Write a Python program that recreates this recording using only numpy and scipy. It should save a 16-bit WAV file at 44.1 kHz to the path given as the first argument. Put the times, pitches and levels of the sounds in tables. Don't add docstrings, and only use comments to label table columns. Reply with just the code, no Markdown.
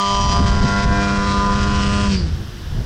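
import sys
import numpy as np
from scipy import signal
from scipy.fft import rfft, irfft, next_fast_len
from scipy.io import wavfile
from scipy.ndimage import uniform_filter1d, minimum_filter1d

SR = 44100
rng = np.random.default_rng(int(sys.argv[2]) if len(sys.argv) > 2 else 0)


def transcribe(signal):
    frames = np.atleast_2d(signal).T
    limited = np.clip(frames, -1, 1)
    pcm = np.round(limited * 32767).astype(np.int16)
    wavfile.write(sys.argv[1], SR, pcm)


N = 125685


def undb(db):
    return 10 ** (np.asarray(db) / 20)


def seconds():
    return np.arange(N) / SR


def curve(rows):
    times, values = np.array(rows).T
    return np.interp(seconds(), times, values)


def colour(hz, points):
    corner_hz, db = np.array(points).T
    return undb(np.interp(np.log(hz + 1e-9), np.log(corner_hz), db))


def noise(shape):
    half = next_fast_len(N // 2 + 1)
    spectrum = rfft(rng.standard_normal(2 * half))
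    hz = np.linspace(0, SR / 2, half + 1)
    shaped = irfft(spectrum * shape(hz))[:N]
    return shaped / shaped.std()


def bell(x, centre, width):
    return np.exp(-.5 * ((x - centre) / width) ** 2)


def walk(rate_hz):
    points = rng.standard_normal(512)
    joined = np.interp(seconds() * rate_hz, np.arange(512), points)
    return joined * np.sqrt(3 / 2)


def pulsing(turns, depth):
    gate = np.exp(depth * np.cos(2 * np.pi * 2 * turns))
    return gate / np.sqrt(np.mean(gate ** 2))


# (frequency [Hz], gain [dB])
HUSH_COLOUR = [(100, 7.5), (500, -6), (900, 1), (1700, 3.5), (2300, -5.5), (3100, 2), (4200, -3.5),
               (5500, -1.5), (6800, -12.5), (10000, -21), (15000, -74)]
HUSH_DB = -40


def outdoor_hush():
    return undb(HUSH_DB) * noise(lambda f: colour(f, HUSH_COLOUR))


HISS_S, HISS_RISE_S, HISS_DB = 2.22, 0.17, -57.5


def high_hiss():
    rise = curve([(HISS_S, 0), (HISS_S + HISS_RISE_S, 1)])
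    return undb(HISS_DB) * rise * noise(lambda f: bell(f, 12000, 3500))


# (time [s], level [dB])
GUST_LEVEL = [(0, -40), (.05, -33), (.08, -26), (.22, -14), (.42, -12.5), (.62, -13.5), (.69, -20),
              (.79, -22), (.87, -12.5), (1.05, -23.5), (1.3, -20), (1.65, -17.5), (2.0, -18.5), (2.24, -21),
              (2.34, -25), (2.39, -25), (2.58, -33), (2.7, -24), (2.8, -16.5), (2.85, -26.5)]
# (frequency [Hz], gain [dB])
WIND_COLOUR = [(10, -15.5), (25, -4), (45, -2.5), (80, -0.5), (130, -8), (200, -13), (300, -24), (500, -30),
               (1000, -39), (3000, -150)]
# (time [s], length [s], level relative to BUFFET_DB [dB])
BUFFETS = [(0.409, 0.012, 10.5), (0.646, 0.0068, 13), (0.88, 0.04, -13.5), (2.783, 0.01, -10)]
# (time [s], length [s], level [dB])
THUMPS = [(2.23, 0.038, -16), (2.335, 0.0113, -11.5)]
BUFFET_DB, BUFFET_HZ, BUFFET_WIDTH_HZ = -24, 147, 125
THUMP_HZ = 70.3


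def wind():
    t = seconds()
    rumble = noise(lambda f: colour(f, WIND_COLOUR))
    rumble = rumble / np.sqrt(uniform_filter1d(rumble ** 2, size=4000))
    knocks = sum(undb(db) * bell(t, at, length) for at, length, db in BUFFETS)
    buffets = undb(BUFFET_DB) * knocks * noise(lambda f: bell(f, BUFFET_HZ, BUFFET_WIDTH_HZ))
    thumps = 0
    for at, length, db in THUMPS:
        tone = np.cos(2 * np.pi * (THUMP_HZ * t + rng.random()))
        thumps = thumps + undb(db) * bell(t, at, length) * tone
    return rumble * undb(curve(GUST_LEVEL)) + thumps + buffets


# (time [s], speed [turns per second])
SHAFT_SPEED = [(0, 99.45), (.3, 99.45), (.7, 99.7), (1, 100), (1.5, 100.5), (2.03, 101), (2.1, 99.5),
               (2.15, 95.8), (2.25, 83), (2.35, 71), (2.45, 64), (2.6, 56.5), (2.7, 52), (2.85, 49)]
SPEED_WOBBLE = .0007


def shaft_speed():
    return curve(SHAFT_SPEED) * (1 + SPEED_WOBBLE * walk(15))


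# (frequency [Hz], gain [dB])
IDLE_COLOUR = [(100, -24), (170, 2.5), (215, -0.5), (265, -34), (335, 8.5), (400, -6.5), (480, -5.5),
               (580, -18)]
# (time [s], level [dB])
IDLE_LEVEL = [(2.0, -49), (2.12, -23), (2.22, -37), (2.35, -43.5), (2.6, -47.5), (2.85, -72)]
IDLE_TOP_HZ = 560
WHISTLE_S, WHISTLE_LENGTH_S, WHISTLE_HZ, WHISTLE_WIDTH_HZ, WHISTLE_DB = 2.163, 0.052, 4670, 250, -31


def wind_down(turns, speed):
    hum = 0
    for k in range(2, 11):
        hz = k * speed
        gain = colour(hz, IDLE_COLOUR) / (1 + (hz / IDLE_TOP_HZ) ** 8)
        hum = hum + gain * np.cos(2 * np.pi * (k * turns + rng.random()))
    breath = noise(lambda f: bell(f, WHISTLE_HZ, WHISTLE_WIDTH_HZ))
    whistle = breath * bell(seconds(), WHISTLE_S, WHISTLE_LENGTH_S)
    return hum * undb(curve(IDLE_LEVEL)) + undb(WHISTLE_DB) * whistle


# (time [s], length [s], centre [Hz], width [Hz], change [dB])
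SWELLS = [(0.373, 0.08, 4875, 50, 7.5), (0.265, 0.09, 5750, 172, 16), (.52, 0.1, 964, 40, -13),
          (0.744, 0.17, 1215, 40, -35), (.76, 0.061, 2064, 60, 8.5), (.8, 0.03, 3800, 50, 8),
          (1.035, 0.12, 2950, 40, 12), (1.028, .14, 2390, 35, 10), (1.27, 0.068, 500, 40, 4.5),
          (1.36, 0.08, 4000, 250, 10.5), (1.65, 0.14, 700, 40, 5), (1.682, 0.086, 570, 40.6, -17),
          (1.952, 0.36, 2930, 200, 11), (1.88, 0.12, 4910, 130, 5.5), (1.942, 0.12, 8270, 600, 11),
          (2.03, 0.094, 700, 40, 0)]


def swell_db(order):
    t = seconds()
    hz = order * SHAFT_SPEED[2][1]
    change = 0
    for at, length, centre, width, db in SWELLS:
        nearness = bell(hz, centre, width)
        if nearness > .01:
            change = change + db * nearness * bell(t, at, length)
    return change


# (time [s], bank [0 level to 1 on its side])
BANK = [(0, 0.37), (.15, 0.43), (.38, 0.7), (.55, 0.8), (.8, 0.96), (1.1, 1), (1.4, 0.98), (1.7, 1),
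        (2.05, 1)]


def banking():
    return curve(BANK)


# (time [s], level [dB])
TREBLE_LEVEL = [(0, -23), (.26, -26), (.29, -21), (.38, -24), (.405, -35), (.48, -27), (.53, -31),
                (.82, -28), (.87, -33.5), (.95, -31), (1.34, -29.5), (1.45, -31), (2.0, -29.5),
                (2.1, -30.5), (2.16, -28), (2.21, -34.5), (2.3, -39.5), (2.42, -56), (2.85, -60)]
# (frequency [Hz], gain [dB])
RASP_COLOUR = [(1900, 4.5), (2400, 0), (3050, -3), (3700, 0), (4400, 1), (4900, 1), (5250, 2.5),
               (5700, 1.5), (6500, -9.5), (8500, -13.5), (9400, -37), (11000, -131)]
# (frequency [Hz], gain flying level [dB], gain banked [dB])
RASP_LINES = [(1500, -10.5, -5), (2110, -17, -6.5), (2560, -10.5, 1), (2910, 0, -7.5), (3083, 18, -1),
              (3450, -9, -3.5), (4100, -11, -4), (4820, -2.5, -5.5), (4870, 7.5, 4.5), (4970, -12, -5.5),
              (5420, -13.5, -4.5), (6670, -3, -9), (8070, -25.5, -17.5), (9400, -25, -23)]
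RASP_LINES_DB, RASP_NOISE_DB = -17.3, -4
RASP_FADE_DB, RASP_FLICKER_DB, RASP_PULSE = 4, 1.4, 0.45
RASP_JITTER_TURNS, RASP_SCATTER_RAD = 0.00055, 1.1
THROTTLE_S, THROTTLE_LAG_S = 2.16, 0.02


def rasp(turns):
    bank = banking()
    grid_hz, level_db, banked_db = np.array(RASP_LINES).T
    shaky = turns + RASP_JITTER_TURNS * walk(60)
    lines = 0
    for k in range(15, 92):
        hz = k * SHAFT_SPEED[0][1]
        fade_db = RASP_FADE_DB * np.clip(walk(4.28), -2, 1) + swell_db(k)
        level_part = (1 - bank) * np.interp(hz, grid_hz, level_db)
        banked_part = bank * np.interp(hz, grid_hz, banked_db)
        lag = k % 2 * np.pi / 2 + RASP_SCATTER_RAD * rng.standard_normal()
        lines = lines + undb(fade_db + level_part + banked_part) * np.cos(2 * np.pi * k * shaky + lag)
    throttle = .5 - .5 * np.tanh((seconds() - THROTTLE_S) / THROTTLE_LAG_S / 2)
    tones = undb(RASP_LINES_DB) * throttle * np.sqrt(2) * lines
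    hiss = noise(lambda f: colour(f, RASP_COLOUR) * f ** 4 / (f ** 4 + 1500 ** 4))
    hiss = undb(RASP_NOISE_DB) * hiss * pulsing(turns, RASP_PULSE)
    return undb(curve(TREBLE_LEVEL) + RASP_FLICKER_DB * walk(51.3)) * (tones + hiss)


CUT_S, CUT_DB_PER_S = 2.075, 260


def since_cut():
    return np.maximum(seconds() - CUT_S, 0)


# (time [s], level [dB])
POWER_LEVEL = [(0, -10.5), (.3, -7.5), (.38, -1.5), (.41, -10), (.47, -2.5), (.55, -5), (.8, 0.5),
               (.87, -3), (.92, 1), (1.25, 0), (1.5, 0), (2.04, -1.5), (2.1, -3.5)]
# (frequency [Hz], gain [dB])
WASH_COLOUR = [(250, -2.5), (500, 3), (750, 0.5), (1100, 6), (1500, 7.5), (1900, -5), (2500, -9),
               (4000, -50)]
WASH_DB, WASH_PULSE = -33.5, .85
WASH_FADE_DB_PER_S = 51


def blade_wash(turns):
    wash = noise(lambda f: colour(f, WASH_COLOUR)) * pulsing(turns, WASH_PULSE)
    return undb(WASH_DB + curve(POWER_LEVEL) - WASH_FADE_DB_PER_S * since_cut()) * wash


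# (shaft order [cycles per turn], level flying level [dB], level banked [dB])
DRONE = [(3, -46, -36), (4, -20.5, -34.5), (5, -46.5, -33), (6, -22.5, -39.5), (7, -19, -32),
         (8, -21, -64.5), (9, -22, -47), (10, -6.5, -28.5), (11, -19, -34), (12, -5.5, -34), (13, -50, -49),
         (14, -54, -26), (15, -39, -36), (16, -41.5, -35), (17, -60, -44.5), (18, -61.5, -39.5),
         (19, -37.5, -48), (20, -59, -37.5)]
# (shaft order [cycles per turn], change [dB])
TAIL_ON = [(5, -3), (6, 3), (7, -7), (9, -3), (10, 2.5), (11, -4), (12, 4), (14, -6.5), (15, -3), (16, -8),
           (18, -6), (20, -13)]
TAIL_ON_S, TAIL_TURN_S = 1.19, 0.15
BLADE_DB, BLADE_BANK_DB, BLADE_TAIL_DB = -27.5, 6, 0.5
BLADE_FADE_S, BLADE_FADE_DB_PER_S = 2.12, 52
FLUTTER_DB, SMEAR_RAD = 2.28, 0.057


def drone(turns):
    t, bank, power, closed = seconds(), banking(), curve(POWER_LEVEL), since_cut()
    tail_on = .5 + .5 * np.tanh((t - TAIL_ON_S) / TAIL_TURN_S)
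    tail_db = {round(order): db for order, db in TAIL_ON}
    blade_db = BLADE_DB + BLADE_BANK_DB * np.maximum.accumulate(bank) + BLADE_TAIL_DB * tail_on
    blade_db = blade_db - BLADE_FADE_DB_PER_S * np.maximum(t - BLADE_FADE_S, 0) + .5 * walk(5.2)
    tones = undb(blade_db) * np.cos(2 * np.pi * 2 * turns)
    for k, (_, level_db, banked_db) in enumerate(DRONE, 3):
        size = undb(level_db) + np.clip(bank, 0, 1) * (undb(banked_db) - undb(level_db))
        db = tail_on * tail_db.get(k, 0) + power - CUT_DB_PER_S * closed
        db = db + swell_db(k) + FLUTTER_DB * walk(8.04)
        lag = SMEAR_RAD * (k - 10) ** 2 + k % 2 * np.pi / 2
        tones = tones + size * undb(db) * np.cos(2 * np.pi * k * turns + lag)
    return np.sqrt(2) * tones


OVERLOAD = .5


def scene():
    speed = shaft_speed()
    turns = np.cumsum(speed) / SR
    background = outdoor_hush() + high_hiss()
    push = np.tanh(wind() / OVERLOAD)
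    plane = wind_down(turns, speed) + rasp(turns) + blade_wash(turns) + drone(turns)
    choked = (1 - push ** 2) * plane
    return (OVERLOAD * push + choked + background)[None]


LIMIT, LIMIT_HOLD_S, TOP_HZ = .48, .008, 15700


def record(dry):
    size = int(LIMIT_HOLD_S * SR)
    gain = np.minimum(1, LIMIT / (np.abs(dry) + 1e-9))
    gain = minimum_filter1d(gain, size=size)
    for _ in range(2):
        gain = uniform_filter1d(gain, size=size // 2)
    low_pass = signal.ellip(8, .2, 70, TOP_HZ, fs=SR, output="sos")
    return signal.sosfilt(low_pass, dry * gain)


dry = scene()
out = record(dry)
transcribe(out)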